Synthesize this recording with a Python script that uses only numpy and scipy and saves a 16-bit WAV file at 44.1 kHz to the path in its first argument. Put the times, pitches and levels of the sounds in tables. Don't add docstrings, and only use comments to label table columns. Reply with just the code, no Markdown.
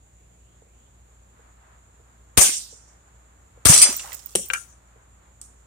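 import sys
import numpy as np
from scipy import signal
from scipy.fft import rfft, irfft
from scipy.io import wavfile
from scipy.ndimage import uniform_filter1d

SR = 44100
rng = np.random.default_rng(int(sys.argv[2]) if len(sys.argv) > 2 else 0)


def bounce(signal):
    frames = np.transpose(np.atleast_2d(signal))
    limited = np.clip(frames, -1, 1)
    pcm = np.round(limited * 32767).astype(np.int16)
    wavfile.write(sys.argv[1], SR, pcm)


N = 249606
T = np.arange(N) / SR
SPAN = SR // 4
SIDES = np.array([[.5], [-.5]])

# (time [s], right capsule free again after [s], level change building up until then [dB])
SHOTS = [(2.3712, .039, 12), (3.6512, .035, -12)]
# (time after the shot [s], level [dB], fall by 60 dB [s], left minus right [dB])
BLAST = [(0, -12, .02, -10), (.0035, 3, .025, 0), (.0065, 2, .03, 0), (.011, 2, .03, 0),
         (.0172, 3, .015, 0), (.020, -5, .06, 0), (.123, -13, .008, 6), (.045, -9, .02, 3),
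         (.08, -14, .015, -2), (.147, -24, .015, 2)]
# (frequency [Hz], relative level per hertz [dB])
BLAST_TONE = [(60, -31.5), (150, -20.5), (500, -10), (1100, -10), (2400, -11), (4500, -10.5), (7500, -9),
              (8700, -4.5), (11000, -13), (14800, -16.5), (16300, -35)]
SHOT_DB = -5

# (time [s], level before it sings [dB], left minus right [dB])
SHATTER = [(3.685, -48.5, 2), (3.73, -18.5, 0.5), (3.8, -26.5, -14.5), (3.825, -15, -14), (3.863, -32, -1),
           (3.943, -45.5, 0), (4.143, -50, -9), (4.199, -61, -9.5), (4.34, -48.5, -3)]
# (frequency [Hz], relative level per hertz [dB])
SHATTER_TONE = [(59, -57), (100, -26), (284, -11), (586, -12), (652, -23), (1040, -14.5), (1260, -3),
                (1560, -22.5), (4940, -6), (5270, -1), (8790, 4.5), (15000, -18.5), (16300, -34)]
BURST_CLICKS_PER_S, RAIN_CLICKS_PER_S, CLICK_T60_S = 1500, 1000, .0003
# (time [s], level [dB])
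SPLASH = [(3.685, -34.5), (3.731, -19), (3.8, -50), (3.863, -31), (3.943, -44.5), (4.07, -69), (4.143, -51),
          (4.2, -103.5), (4.34, -83.5)]
# (frequency [Hz], level [dB], fall by 60 dB [s])
BOTTLE_MODES = [(2336, -17.5, .1), (2600, -19.5, .08), (3080, -23.5, .08), (3420, -24, 0.2),
                (4080, -18.5, 0.2), (4397, -20.5, .14), (4940, -12.5, .2), (5580, -19, .1),
                (5990, -12.5, .13), (7250, -15.5, .12), (7890, -13.5, .1), (8680, -0.5, .1),
                (9426, -10, .08), (10880, -4, 0.065), (14100, -12.5, 0.052)]
SING_DB, CLATTER_DB, SING_WIDTH_HZ = 8, -14, 55
SING_UNTIL_S, SING_LONGER_S = 3.93, .01
# (time [s], level before tone [dB], fall by 60 dB [s], left minus right [dB])
CRACKS = [(3.6874, -4, 0.0063, 10), (3.6933, -4, 0.0119, 13.5), (3.7012, -9.5, 0.0164, 8.5),
          (3.715, -11.5, 0.021, 5.5), (3.734, -2, 0.053, 6), (3.7482, -7.5, 0.0236, -0.5),
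          (3.7637, -2, 0.0091, 4.5), (3.7785, 5, 0.00543, 3.5), (3.7832, -4.5, 0.01115, 6.5),
          (3.7933, -9, .022, -0.5), (3.7991, -4, 0.014, -2.5), (3.8158, -4.5, 0.023, -3),
          (3.8215, -6, 0.024, -0.5), (3.8281, -8, 0.026, -1), (3.8415, -5, 0.0063, 0)]
LESSER_FROM_S, LESSER_TO_S, LESSER_DB, LESSER_T60_S = 3.7, 3.85, -13.5, 0.016
WET_DB, WET_LOSS_DB_PER_S = -27.5, 91
# (time [s], level before tone [dB], low part [dB], fall by 60 dB [s], left minus right [dB])
LANDINGS = [(3.88, -9, -46, 0.0031, 4.5), (3.925, -19.5, -44, 0.022, 5),
            (3.9666, -20.5, -38.5, 0.0038, 3.5), (3.985, -33, -50, .006, 0.5),
            (4.021, -37.5, -58, 0.0052, -2.5), (4.0403, -36, -51.5, 0.0071, -5.5),
            (4.076, -34, -61.5, 0.0074, -1.5), (4.098, -37, -59, 0.0092, -12),
            (4.1203, -45, -51, 0.029, -15.5), (4.1445, -35.5, -59.5, 0.028, -15.5),
            (4.1903, -48, -53.5, 0.0425, -13), (4.26, -45.5, -63, 0.02487, -11),
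            (4.306, -51, -66, 0.039, -3), (4.5018, -54, -36, 0.0062, 9.5), (4.5339, -25, -59, 0.06, 11.5),
            (4.5357, -19, -51.5, 0.02, 7.5), (5.4143, -30.5, -66.5, 0.017, -1.5),
            (5.418, -46, -75.5, 0.19, -3)]
TINKLE_HZ, TINKLE_T60_S, TINKLE_DB = (1841, 11550), 0.05, -5.5
# (time [s], level of the mode set [dB], left minus right [dB])
RINGS = [(3.715, -22, 4.5), (3.742, -19.5, 3), (3.785, -15.5, 8.5), (3.816, -13.5, 15), (3.824, -6.5, -3.5),
         (3.836, -18.5, 9.5), (3.862, -28.5, -0.5), (3.9, -30, 7)]
# (time [s], level before tone [dB], fall by 60 dB [s], left minus right [dB])
NECK = [(4.3526, -11.5, 0.026, 7.5), (4.3566, -7, 0.014, 0), (4.363, -23, 0.097, -1.5),
        (4.386, -33, 0.019, -1)]
# (frequency [Hz], relative level per hertz [dB])
NECK_TONE = [(300, -18.5), (800, -14.5), (1200, -19.5), (2100, -15), (2900, -2.5), (3500, -9), (4800, -13),
             (5700, -5.5), (6100, -6), (6600, -4), (8800, 3), (11000, -7.5), (15000, -18.5), (16300, -37)]
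# (time [s], level [dB], share of free ring time [ratio], brightness [dB per octave], left minus right [dB])
BOUNCES = [(4.501, -25, 0.54, 3, 8), (4.508, -29, 0.27, -8, -3), (4.5351, -25, 0.88, 4, 2.5),
           (4.547, -29.5, 1.3, -2, 0)]
# (frequency [Hz], level [dB], fall by 60 dB [s])
PIECE_MODES = [(1138, -13, 0.061), (1383, -3.5, 0.14), (1562, 0.5, 0.12), (1880, -5, 0.06),
               (2358, 4, 0.046), (2780, -4.5, 0.084), (2984, -8.5, 0.066), (3470, -18.5, 0.028)]
PIECE_DETUNE = .006
BOUNCE_SCRAPE_DB = 9
# (time [s], level [dB], left minus right [dB])
SPLINTERS = [(3.9654, -16, -7.5), (4.128, -33, -18), (4.1465, -28.5, -11.5), (4.259, -31, -22),
             (4.458, -36, -18), (4.484, -31, -14)]
SPLINTER_HZ, SPLINTER_T60_S = 14800, 0.0325
# (time [s], level [dB], frequency [Hz], fall by 60 dB [s], left minus right [dB])
THUDS = [(2.377, -20.5, 134, 0.053, 8.5), (2.491, -27, 300, 0.025, -3.5), (2.378, -22, 170, .07, 4),
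         (3.657, -22, 130, .06, 6.5), (3.687, -9, 87, 0.071, -9.5), (3.693, -6.5, 154.6, 0.067, 4),
         (3.838, -32, 485, 0.052, 2.5), (3.856, -33.5, 388, 0.049, 3.5), (3.876, -35.5, 575, 0.09, 4),
         (3.887, -27.5, 238, .04, -1), (3.8915, -27.5, 252, 0.04, 3), (3.903, -31.5, 370, .05, 0),
         (4.3525, -8.5, 490, 0.018, 3), (4.3528, -17, 755, 0.012, 1), (4.357, -15, 366, .03, -3),
         (4.356, -30, 174, 0.14, -5), (4.372, -35.5, 199, 0.09, -4), (4.39, -35, 512, 0.039, -2),
         (4.402, -36, 207, 0.036, 1.5), (4.505, -45, 514, 0.19, 7)]
# (time [s], level [dB], frequency [Hz], left minus right [dB])
SLAPS = [(3.995, -35, 2759, 7), (4.043, -37.5, 800, 0.5), (4.058, -46.5, 1120, 6.5),
         (4.075, -44, 898, -2.5), (4.092, -44.5, 1040, 0), (4.105, -52, 770, 1), (4.119, -39.5, 2020, -8),
         (4.13, -36, 7170, -4.5), (4.14, -61, 1110, -1.5), (4.194, -47.5, 5230, -8.5)]
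SLAP_T60_S = 0.066
DROPS_FROM_S, DROPS_TO_S, DROPS_FIRST_DB, DROPS_LAST_DB, DROP_T60_S = 4, 4.2, -39, -53, 0.0243
DROP_HZ = 499, 5060
# (time [s], level [dB])
SPRAY = [(3.86, -57), (3.93, -42), (4.0, -50), (4.15, -53), (4.25, -58), (4.34, -57), (4.4, -52),
         (4.5, -57), (4.6, -58), (4.72, -73)]
SPRAY_HZ = 12440, 15600

# (frequency [Hz], level [dB], fall by 60 dB [s])
WOOD = [(150, -24, 0.87), (500, -12.5, 0.21), (1550, -17.5, 0.36), (2800, -15.5, 0.48), (4073, -14, 0.5),
        (5830, -12.5, 0.57), (7300, -11.5, 0.77), (9350, -9.5, 0.34), (11400, -10, 0.28), (14700, -11, 0.5),
        (15000, -8.5, 0.36)]
# (time after the sound [s], left minus right [dB])
ECHO_PAN = [(0, -0.5), (.04, -0.5), (.108, 1.5), (.125, -3.5), (.17, -4)]
NEAREST_DB, STAND_S, STAND_DB, THIN_DB_PER_S, THINNEST_DB = -8, 0.034, 3, 20.5, -0.2
LUMPY_DB, PATCHY_DB = 6, 5
EDGE_S, EDGE_HZ, EDGE_DB = 0.12, 2600, -5.5
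SHOT_ECHO_DB, GLASS_ECHO_DB = -20, -31

# (time [s], level before the band filter [dB], left minus right [dB])
KNOCKS = [(0.62, -48.5, -7), (0.666, -55, -4), (1.392, -46.5, 3), (1.998, -54, -11), (2.725, -44.5, 3),
          (3.572, -44.5, 5), (4.958, -50.5, -1)]
KNOCK_HZ, KNOCK_T60_S = 460, .045
# (time [s], level [dB])
TRAFFIC = [(0, -74), (.98, -68.5), (1.3, -67), (1.45, -61), (1.55, -62.5), (1.68, -60), (1.85, -64),
           (2.14, -66), (3.4, -63), (4.95, -63.5), (5.66, -65.5)]
# (time of the peak [s], peak setting [dB], frequency at the peak [Hz])
LEAVES = [(.26, -71.5, 2613), (.56, -69.5, 3385), (.87, -69, 3294)]
STIR_DB_PER_S, STIR_END_DB_PER_S, STIR_HZ_PER_S, STIR_WIDTH_HZ = 21, 250, 5300, 690
# (middle frequency [Hz], middle level [dB])
HUM = [(59.2, -55.5), (91.5, -74), (118.4, -68.5), (177.6, -73.5), (242.2, -81.5)]
CICADA_HZ, CICADA_WIDTH_HZ, CICADA_DB = 7106, 780, -65
# (frequency [Hz], relative level per hertz [dB])
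AIR_TONE = [(25, -15.5), (45, -10), (62, -6), (90, -9), (160, -19.5), (650, -23), (1560, -34.5),
            (3100, -34.5), (5250, -43), (8500, -37), (10500, -43.5), (14500, -44.5), (16300, -64.5)]
AIR_DB = -59
# (frequency [Hz], likeness, below 0 counting as 0 [0-1])
LIKENESS = [(60, 1), (130, 1), (290, 0.8), (640, 0.7), (1410, -0.1), (3100, 0.5), (6820, 0), (15000, 0.03)]
LEFT_LATE_S = .0005

# (frequency [Hz], width [Hz], lift [dB])
PORTS = [(9054, 800, 6.5), (7700, 2500, 3)]
# (time after the shot [s], offset before it drains [share of full scale], sound let through [dB])
PINNED = [(.0045, .45, -4), (.0056, -.25, -20), (.0102, -.2, -7), (.0114, .3, -22), (.0168, .1, -7),
          (.0186, -.05, -28)]
COUPLING_HZ, RUMBLE_CUT_HZ, TOP_HZ = 40, 45, 15900


def undb(db):
    return 10 ** (np.asarray(db) / 20)


def unit(x):
    return x / np.sqrt(np.mean(x ** 2))


def on_log(hz, table, column=1):
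    table = np.array(table, float)
    return np.interp(np.log(np.maximum(hz, 1)), np.log(table[:, 0]), table[:, column])


def colour(x, table):
    gain = undb(on_log(np.fft.rfftfreq(N, 1 / SR), table))
    return irfft(rfft(x) * unit(gain), N)


def high_pass(x, order, hz):
    return signal.sosfilt(signal.butter(order, hz, "high", fs=SR, output="sos"), x)


def band(x, lo_hz, hi_hz):
    sos = signal.butter(2, [lo_hz, min(hi_hz, .45 * SR)], "band", fs=SR, output="sos")
    return signal.sosfilt(sos, x)


def fade(t60, size=SPAN):
    return undb(-60 * T[:size] / t60)


def walk(rate):
    k = int(SR / rate)
    steps = np.repeat(rng.standard_normal(N // k + 1), k)
    return 0.54 * uniform_filter1d(uniform_filter1d(steps, k), k)[:N]


def add(out, s, sound, db, pan_db):
    i = int(s * SR)
    sound = (sound * undb(db + pan_db * SIDES))[:, :N - i]
    out[:, i:i + sound.shape[1]] += sound


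def puff(t60, rise=.0005):
    return rng.standard_normal((2, SPAN)) * fade(t60) * np.minimum(T[:SPAN] / rise, 1)


def ring(modes, rough_db):
    out, size = 0, 2 * SPAN
    for hz, db, t60 in modes:
        turn = rng.random((2, 1))
        flutter = uniform_filter1d(rng.standard_normal((2, size)), 200) * np.sqrt(200)
        tone = np.sin(2 * np.pi * (hz * T[:size] + turn))
        out = out + undb(db + rough_db * flutter) * fade(t60, size) * tone
    return out * np.minimum(T[:size] / .001, 1)


def bump(hz, t60, skirt_db=-3.5, rise_cycles=.5):
    tone = -np.sin(2 * np.pi * hz * T[:SPAN])
    skirt = undb(skirt_db) * unit(band(rng.standard_normal((2, SPAN)), hz / 1.6, hz * 1.8))
    return (tone + skirt) * fade(t60) * np.minimum(T[:SPAN] * hz / rise_cycles, 1)


def pistol():
    out = np.zeros((2, N))
    for s, *_ in SHOTS:
        for late, db, t60, pan_db in BLAST:
            add(out, s + late, puff(t60), SHOT_DB + db, pan_db)
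    return colour(out, BLAST_TONE)


def sing(x):
    f = np.fft.rfftfreq(N, 1 / SR)
    modes = sum(1 / (1 + 2j * (f - hz) / SING_WIDTH_HZ) for hz, *_ in BOTTLE_MODES)
    return irfft(rfft(x) * (undb(CLATTER_DB) + undb(SING_DB) * modes), N)


def hail_and_splash():
    s, *columns = np.transpose(SHATTER)
    db, pan_db = (np.interp(T, s, c) for c in columns)
    on = (T > s[0]) * np.clip((s[-1] - T) / 0.0145, 0, 1)
    bursting = T < SING_UNTIL_S
    chance = np.where(bursting, BURST_CLICKS_PER_S, RAIN_CLICKS_PER_S) / SR
    clicks = (rng.random(N) < chance) / np.sqrt(chance)
    clicks = clicks * rng.standard_normal((2, N)) * undb(2 * rng.exponential(size=N))
    grain = fade(CLICK_T60_S, size=128) * rng.standard_normal(128)
    clicks = signal.lfilter(grain, 1, clicks)
    hail = unit(colour(clicks, SHATTER_TONE)) * undb(db + 2.5 * walk(80))
    splash_db = np.interp(T, *np.transpose(SPLASH)) + 4 * walk(50)
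    splash = undb(splash_db) * unit(band(clicks, 500, 3000))
    return on * (sing(hail * bursting) + hail * ~bursting + splash) * undb(pan_db * SIDES)


def bottle_cracks(count):
    lesser = []
    for when, size, side in rng.random((count, 3)):
        s = LESSER_FROM_S + (LESSER_TO_S - LESSER_FROM_S) * when
        lesser.append((s, LESSER_DB - 6 * size, LESSER_T60_S, 8 * (side - .4)))
    rows = []
    for s, db, t60, pan_db in CRACKS + lesser:
        low_db = WET_DB - WET_LOSS_DB_PER_S * (s - CRACKS[0][0])
        rows.append((s, db, low_db, t60, pan_db))
    return rows


def cracks_and_landings():
    plain, sung, low = np.zeros((3, 2, N))
    for s, db, low_db, t60, pan_db in bottle_cracks(count=6) + LANDINGS:
        sings = s < SING_UNTIL_S and t60 > SING_LONGER_S
        add(sung if sings else plain, s, puff(t60), db, pan_db)
        add(low, s, band(puff(t60), 532, 2800), low_db, pan_db)
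    return low + colour(plain + sing(sung), SHATTER_TONE)


def tinkle(count):
    out = np.zeros((2, N))
    s, db, pan_db = np.transpose(SHATTER)
    low_hz, high_hz = TINKLE_HZ
    for when, pitch, size, side in rng.random((count, 4)):
        start = s[0] + (s[-1] - s[0]) * when ** 1.3
        hz = low_hz * (high_hz / low_hz) ** pitch
        decay = fade(TINKLE_T60_S * (.5 + size), size=SPAN // 2)
        note = decay * np.sin(2 * np.pi * hz * T[:SPAN // 2])
        note_db = np.interp(start, s, db) + TINKLE_DB - 10 * size + 6 * pitch
        add(out, start, note, note_db, np.interp(start, s, pan_db) + 16 * (side - .5))
    return out


def ringing_shards():
    out = np.zeros((2, N))
    for s, db, pan_db in RINGS:
        add(out, s, ring(BOTTLE_MODES, rough_db=4.5), db, pan_db)
    return out


def neck():
    out = np.zeros((2, N))
    for s, db, t60, pan_db in NECK:
        add(out, s, puff(t60), db, pan_db)
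    return colour(out, NECK_TONE)


def bouncing_piece():
    out = np.zeros((2, N))
    for s, db, share, bright_db, pan_db in BOUNCES:
        modes = []
        for hz, mode_db, t60 in PIECE_MODES:
            struck_hz = hz * (1 + PIECE_DETUNE * rng.standard_normal())
            tilt_db = bright_db * np.log2(hz / PIECE_MODES[2][0])
            modes.append((struck_hz, mode_db + tilt_db, t60 * share))
        add(out, s, ring(modes, rough_db=4.5), db, pan_db)
    return out


def bounce_scrapes():
    out = np.zeros((2, N))
    for s, db, *_, pan_db in BOUNCES:
        scrape = band(band(puff(0.022), 1200, 3600), 860, 4000)
        add(out, s, scrape, db + BOUNCE_SCRAPE_DB, pan_db)
    return out


def splinters():
    out = np.zeros((2, N))
    for s, db, pan_db in SPLINTERS:
        hz = SPLINTER_HZ * (1 + 0.0058 * rng.standard_normal())
        modes = [(hz, 0, SPLINTER_T60_S), (hz * 1.025, -5, SPLINTER_T60_S / 2)]
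        add(out, s, ring(modes, rough_db=3.5), db, pan_db)
    return out


def thuds():
    out = np.zeros((2, N))
    for s, db, hz, t60, pan_db in THUDS:
        add(out, s, bump(hz, t60, skirt_db=-9, rise_cycles=.9), db, pan_db)
    return out


def slaps():
    out = np.zeros((2, N))
    for s, db, hz, pan_db in SLAPS:
        add(out, s, bump(hz, SLAP_T60_S, skirt_db=1.5), db, pan_db)
    return out


def drops(count):
    out = np.zeros((2, N))
    for when, pitch, size, side in rng.random((count, 4)):
        start = DROPS_FROM_S + (DROPS_TO_S - DROPS_FROM_S) * when
        hz = DROP_HZ[0] * (DROP_HZ[1] / DROP_HZ[0]) ** pitch
        db = DROPS_FIRST_DB + (DROPS_LAST_DB - DROPS_FIRST_DB) * when - 10 * size
        add(out, start, bump(hz, DROP_T60_S), db, 14 * (side - .5))
    return out


def spray():
    sizes = rng.standard_normal((2, N)) * undb(2.2 * rng.exponential(size=(2, N)))
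    ticks = (rng.random((2, N)) < .15) * sizes
    db = np.interp(T, *np.transpose(SPRAY), left=-200, right=-200) + 3 * walk(40)
    return unit(band(ticks, *SPRAY_HZ)) * undb(db)


def wood(x):
    t, echo = T[:SR], 0
    for hz in 100 * 2 ** np.arange(0, 7.6, .5):
        decay = undb(on_log(hz, WOOD) - 60 * t / on_log(hz, WOOD, column=2))
        edge = undb(EDGE_DB * (hz < EDGE_HZ) * np.clip((t - EDGE_S) / .01, 0, 1))
        uneven = undb(LUMPY_DB * walk(60)[:SR] + PATCHY_DB * walk(18)[:SR])
        noise = band(rng.standard_normal((2, SR)), hz / 2 ** .25, hz * 2 ** .25)
        echo = echo + decay * edge * uneven * noise
    building_db = NEAREST_DB + (STAND_DB - NEAREST_DB) * t / STAND_S
    thinning_db = np.maximum(STAND_DB - THIN_DB_PER_S * (t - STAND_S), THINNEST_DB)
    db = np.where(t < STAND_S, building_db, thinning_db)
    pan_db = np.interp(t, *np.transpose(ECHO_PAN)) * SIDES
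    trunks = undb(db + pan_db + 2 * walk(300)[:SR])
    return signal.fftconvolve(x, echo * trunks, axes=1)[:, :N]


def knocks():
    out = np.zeros((2, N))
    for s, db, pan_db in KNOCKS:
        add(out, s, band(bump(KNOCK_HZ, KNOCK_T60_S, skirt_db=-1), 260, 650), db, pan_db)
    return out


def traffic():
    db = np.interp(T, *np.transpose(TRAFFIC)) + 4 * walk(18)
    return unit(band(rng.standard_normal((2, N)), 600, 1700)) * undb(db)


def leaves():
    out = 0
    for s, db, hz in LEAVES:
        pitch = np.clip(hz + STIR_HZ_PER_S * (T - s), 100, hz)
        rough = unit(uniform_filter1d(rng.standard_normal((2, N)), int(SR / STIR_WIDTH_HZ)))
        slope = np.where(T < s, STIR_DB_PER_S, STIR_END_DB_PER_S)
        tone = np.sin(2 * np.pi * np.cumsum(pitch) / SR)
        out = out + undb(db - slope * abs(T - s)) * rough * tone
    return out


def hum():
    out = np.zeros(N)
    for hz, db in HUM:
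        level = np.sqrt(2) * undb(db + 1.5 * walk(21))
        pitch = hz * (1 + 0.008 * walk(3.6))
        out += level * np.sin(2 * np.pi * np.cumsum(pitch) / SR)
    return out


def cicadas():
    edges = CICADA_HZ - CICADA_WIDTH_HZ / 2, CICADA_HZ + CICADA_WIDTH_HZ / 2
    return unit(band(rng.standard_normal((2, N)), *edges)) * undb(CICADA_DB + 2.9 * walk(45))


def air():
    like = np.clip(on_log(np.fft.rfftfreq(N, 1 / SR), LIKENESS), 0, 1)
    mid, side = rfft(colour(rng.standard_normal((2, N)), AIR_TONE))
    mid, side = mid * np.sqrt((1 + like) / 2), side * np.sqrt((1 - like) / 2)
    stereo = irfft(np.array([mid + side, mid - side]), N)
    return stereo * undb(AIR_DB + 0.58 * walk(4.6))


def outdoors():
    out = air() + traffic() + leaves() + hum()
    out[0] = np.roll(out[0], int(LEFT_LATE_S * SR))
    return out + cicadas()


def scene():
    shots = pistol()
    glass = hail_and_splash() + cracks_and_landings() + tinkle(count=350) + neck()
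    glass += bounce_scrapes() + thuds() + slaps() + drops(count=45)
    echoing = glass + knocks()
    echo = wood(undb(SHOT_ECHO_DB) * shots + undb(GLASS_ECHO_DB) * echoing)
    close = ringing_shards() + bouncing_piece() + splinters() + spray()
    return shots + echoing + close + echo + outdoors()


def record(dry):
    out = []
    for x, (hz, width, lift_db) in zip(dry, PORTS):
        out.append(x + (undb(lift_db) - 1) * band(x, hz - width / 2, hz + width / 2))
    out = np.array(out)
    through_db, offset = np.zeros(N), np.zeros(N)
    for s, free, back_db in SHOTS:
        for start, shift, db in PINNED:
            held = (T >= s + start) & (T < s + free)
            through_db[held], offset[held] = db, shift
        through_db += held * back_db * (T - s - start) / (free - start)
    offset = high_pass(uniform_filter1d(offset, 40), 1, COUPLING_HZ)
    out[1] = out[1] * undb(uniform_filter1d(through_db, 30)) + offset
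    out = np.clip(high_pass(out, 2, RUMBLE_CUT_HZ), -.9, .9)
    top_cut = signal.ellip(8, .2, 75, TOP_HZ, fs=SR, output="sos")
    return np.clip(signal.sosfilt(top_cut, out), -1, 1)


dry = scene()
out = record(dry)
bounce(out)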